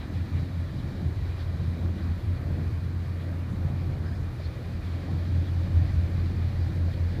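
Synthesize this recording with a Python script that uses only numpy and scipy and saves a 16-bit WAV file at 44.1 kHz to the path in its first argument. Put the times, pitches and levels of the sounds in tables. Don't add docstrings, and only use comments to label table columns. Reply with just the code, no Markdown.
import sys
import numpy as np
from scipy import signal
from scipy.fft import rfft, irfft, next_fast_len
from scipy.io import wavfile
from scipy.ndimage import uniform_filter1d

SR = 44100
rng = np.random.default_rng(int(sys.argv[2]) if len(sys.argv) > 2 else 0)


def output_pcm(signal):
    pcm = np.clip(np.atleast_2d(signal).T, -1, 1) * 32767
    wavfile.write(sys.argv[1], SR, np.round(pcm).astype(np.int16))


def undo_db(level):
    steps = np.asarray(level, float) / 20
    return 10 ** steps


N = 317520
TIME = np.arange(N) / SR


def columns(table):
    s, *cols = np.transpose(table)
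    return [np.interp(TIME, s, c) for c in cols]


def walk(rate):
    hold = int(SR / rate)
    steps = np.repeat(rng.standard_normal(N // hold + 1), hold)
    return 1.32 * uniform_filter1d(uniform_filter1d(steps, hold), hold)[:N]


def tone(hz, db, wander):
    in_step_s = 6.015
    turns = np.cumsum(hz * np.ones(N)) / SR
    turns = turns - turns[int(in_step_s * SR)]
    return np.sqrt(2) * undo_db(db) * np.cos(2 * np.pi * turns + wander)


def living_noise(spectrum, change, shared_db, own_db, rate):
    steady_above_hz, steady_share = 6000, 0.56
    size = next_fast_len(N)
    octave = np.log2(np.maximum(np.fft.rfftfreq(size, 1 / SR), 1))
    hz, db = np.transpose(spectrum)
    colour = undo_db(np.interp(octave, np.log2(hz), db, -200, -200))
    noise = rfft(rng.standard_normal(size)) * np.sqrt(SR / 2) * colour
    shared, out = walk(rate), 0
    for mid in np.arange(np.log2(hz[0]), np.log2(hz[-1]) + .5, .5):
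        mask = np.cos(np.pi / 2 * np.clip(2 * (octave - mid), -1, 1)) ** 2
        flicker_db = shared_db * shared + own_db * walk(rate)
        if 2 ** mid > steady_above_hz:
            flicker_db = flicker_db * steady_share
        out = out + undo_db(change(mid) + flicker_db) * irfft(noise * mask, size)[:N]
    return out


def stirring(curve, peak_hz, reach_octaves, events, length_s, octaves):
    t = TIME[::64]
    slow = np.interp(t, *np.transpose(curve))
    s, hz, db = np.transpose(events)
    bumps = np.exp(-((t - s[:, None]) / length_s) ** 2)

    def change(mid):
        swell_db = slow * np.exp(-((mid - np.log2(peak_hz)) / reach_octaves) ** 2)
        nearness = np.exp(-((mid - np.log2(hz)) / octaves) ** 2)
        db_now = swell_db + (db * nearness) @ bumps
        return np.interp(TIME, t, db_now - db_now.mean())
    return change


def diesels():
    # t/s, firing rate f/Hz
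    near_speed = [(0, 41.35), (1.3, 41.35), (1.7, 41.2), (2.1, 41.34), (3.9, 41.34), (4.5, 41.46),
                  (5.2, 41.35), (6.1, 41.35), (6.5, 41.16), (7.0, 41.3), (7.2, 41.35)]
    # t/s, near engine level/dB, far engine level/dB
    path = [(0.0, -46, -43.5), (0.3, -32, -29.5), (0.9, -41.4, -39), (1.2, -32.5, -36.5), (1.5, -47, -31.5),
            (1.8, -33, -29), (2.1, -36, -31.5), (2.4, -39, -32), (3.0, -52, -30.5), (3.4, -46, -32),
            (4.2, -44, -32), (4.5, -43, -37), (4.8, -40, -35), (5.4, -32.5, -26.5), (6.0, -32, -26.5),
            (6.6, -34, -28.5), (6.95, -30, -27.5), (7.2, -35, -28)]
    far_hz, far_octave_db, flutter_db = 87.315, -21.5, 2.5
    second, far = columns(path)
    swell = far + 31
    first = -50 + .9 * swell + flutter_db * walk(3)
    third = -43 + 0.33 * swell + flutter_db * walk(3.01)
    near_hz, = columns(near_speed)
    drift, far_drift = .08 * walk(2.5), .1 * walk(2.5)
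    levels = (first, second - .6, third)
    near = sum(tone(k * near_hz, db, k * drift) for k, db in enumerate(levels, start=1))
    far_octave = tone(2 * far_hz, far + far_octave_db, 2 * far_drift)
    return near + tone(far_hz, far, far_drift) + far_octave


def generator():
    # f/Hz, rms level/dB
    hum = [
        (59.72, -53),
        (119.44, -49),
    ]
    return sum(tone(hz, db + 2.0 * walk(1.51), 0.47 * walk(1.24)) for hz, db in hum)


def funnel_and_wind():
    # f/Hz, level/dB per Hz
    rumble = [(18, -82), (30, -70), (38, -57), (52, -63.5), (68, -52.5), (100, -56), (150, -56.5),
              (200, -63.5), (250, -67), (320, -66.5), (410, -76), (550, -76), (800, -81.5), (1400, -105)]
    # t/s, strength level/dB
    breeze = [
        (0, -1.5),
        (1.3, -0.5),
        (2.8, 1),
        (3.2, -6.5),
        (4.2, 1.5),
        (4.6, -0.5),
        (5.2, -6.5),
        (5.8, 6),
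        (7.2, -3.5),
    ]
    # t/s, centre f/Hz, lift level/dB
    buffets = [(.08, 60, 5), (.16, 170, 2), (.26, 60, -4), (.38, 140, 6.5), (.78, 169, 6.5),
               (.84, 105, 5.5), (1.06, 60, 8), (1.06, 170, 7.5), (1.2, 69, 11), (1.68, 160, 6.5),
               (2.13, 170, 4), (2.28, 80, 7), (2.61, 170, 5), (2.73, 75, 10.5), (2.85, 90, 4.5),
               (3.11, 121, 3), (3.51, 168, 6.5), (3.63, 110, 3), (4.49, 60, 8), (4.73, 170, 3),
               (5.11, 136, 10), (5.31, 100, 6), (5.77, 70, 9), (5.9, 170, 2.5), (6.0, 70, 11), (6.4, 60, 3),
               (6.6, 70, 3), (6.98, 60, 10), (7.14, 170, 4), (7.2, 400, 8)]
    # t/s, centre f/Hz, change level/dB
    surges = [(0.0, 160, -6.5), (.95, 260, 2.5), (1.35, 202, -8.5), (1.9, 260, 6.5), (2.27, 210, -4),
              (3.7, 140, 4), (4.52, 240, -7), (5.0, 200, -3.5), (5.6, 170, 3), (6.2, 270, 5),
              (6.75, 270, 4), (.92, 90, -6), (5.4, 330, 3), (2.05, 280, 2.5)]
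    wind = stirring(breeze, 61, .9, buffets, length_s=.05, octaves=0.59)
    funnel = stirring([(0, 0), (1, 0)], 200, 1, surges, length_s=0.15, octaves=0.55)
    return living_noise(rumble, lambda mid: wind(mid) + funnel(mid), shared_db=0.86, own_db=1.5, rate=8)


def hull_water():
    # f/Hz, level/dB per Hz
    water = [(600, -92.5), (1150, -83), (1350, -85.5), (1850, -84), (2150, -88), (2460, -86), (2600, -95),
             (2760, -94), (3600, -92.5), (3900, -91.5), (4450, -92.5), (5500, -101), (8000, -108),
             (16000, -110)]
    # t/s, flow level/dB
    flow = [
        (0, 1.5),
        (2.0, 1),
        (2.5, -0.5),
        (4.0, -0.4),
        (4.8, 1.8),
        (5.4, 3),
        (6.1, 3),
        (7.2, 2.5),
    ]
    # t/s, centre f/Hz, lift (or dip) level/dB
    splashes = [(.02, 2200, 4), (.14, 3500, 5.5), (.2, 1800, 2), (.79, 4000, 3), (1.41, 4150, 7),
                (2.03, 5000, 2), (3.16, 4000, -1), (3.22, 3000, 4.5), (3.52, 8000, 5), (4.07, 1800, 4),
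                (4.16, 5000, 4), (4.45, 4000, 6), (4.87, 3500, 2.5), (5.27, 4000, 1), (5.59, 4000, 4),
                (5.92, 2000, 1), (5.95, 7500, 4), (6.16, 1800, 1), (6.19, 4000, 2.5), (6.48, 2800, -2),
                (6.76, 9000, 3), (6.94, 4300, 4), (7.07, 3000, -1), (7.16, 1800, 2)]
    churn = stirring(flow, 3650, 1.17, splashes, length_s=.022, octaves=0.44)
    return living_noise(water, churn, shared_db=0.44, own_db=1.0, rate=28)


def wake_bubbles():
    count, low_hz, high_hz = 900, 300, 4800
    level_db, spread_db, ring_s = -65.5, 1.5, .014
    out, t = np.zeros(N + SR // 8), np.arange(SR // 8) / SR
    for when, pitch, size, life in rng.random((count, 4)):
        hz = low_hz * (high_hz / low_hz) ** pitch
        tau = ring_s * (0.415 + life)
        swell_and_fade = t / tau * np.exp(1 - t / tau)
        ring = np.sin(2 * np.pi * hz * t * (1 + 0.012 * t / tau)) * swell_and_fade
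        db = level_db - spread_db * np.log(size + 0.00093) - 2.3 * np.log2(hz / 1000)
        i = int(when * N)
        out[i:i + len(t)] += undo_db(db) * ring
    return out[:N]


def screened(end_s):
    fade_s = .3
    return 1 / (1 + np.exp((TIME - end_s) / fade_s))


def turbocharger():
    hz = 3950 * (1 + .012 * walk(4) + .02 * walk(150))
    return tone(hz, -68.5 + 1.5 * walk(9), 0) * screened(2.3)


def blower():
    hum = tone(264.7, -53 + 2.5 * walk(3.02), 1.2 * walk(4))
    return hum * (0.33 + 0.6 * screened(3.65))


def birds_and_creaks():
    # t/s, length/s, start f/Hz, end f/Hz, peak level/dB
    calls = [
        (4.04, .12, 1550, 1720, -53.5),
        (4.045, .14, 5000, 5050, -63.5),
        (4.398, .008, 650, 600, -40),
        (4.443, .022, 4320, 4200, -51),
        (4.456, .012, 3750, 3600, -59),
        (5.883, .022, 2000, 1900, -51),
        (5.9, .022, 7200, 7200, -68),
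        (5.905, .02, 9100, 9200, -72),
        (6.935, .014, 4500, 4300, -53),
    ]
    out = np.zeros(N)
    for s, length, hz0, hz1, db in calls:
        n, i = int(length * SR), int(s * SR)
        rough = .3 + 4 * length
        hz = np.linspace(hz0, hz1, n) + 150 * rough * walk(400)[:n]
        shape = undo_db(db) * signal.windows.tukey(n, .3) * (1 + .6 * rough * walk(300)[:n])
        out[i:i + n] += shape * np.sin(2 * np.pi * np.cumsum(hz) / SR)
    return out


def scene():
    ship = diesels() + generator() + turbocharger() + blower()
    air_and_water = funnel_and_wind() + hull_water() + wake_bubbles()
    return (ship + air_and_water + birds_and_creaks())[None]


def band_limit(x):
    return signal.sosfilt(signal.butter(12, 16410, fs=SR, output="sos"), x)


def record(dry):
    top_hz = 15340
    spectrum = rfft(dry) * (np.fft.rfftfreq(N, 1 / SR) < top_hz)
    return band_limit(irfft(spectrum, N))


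dry = scene()
out = record(dry)
output_pcm(out)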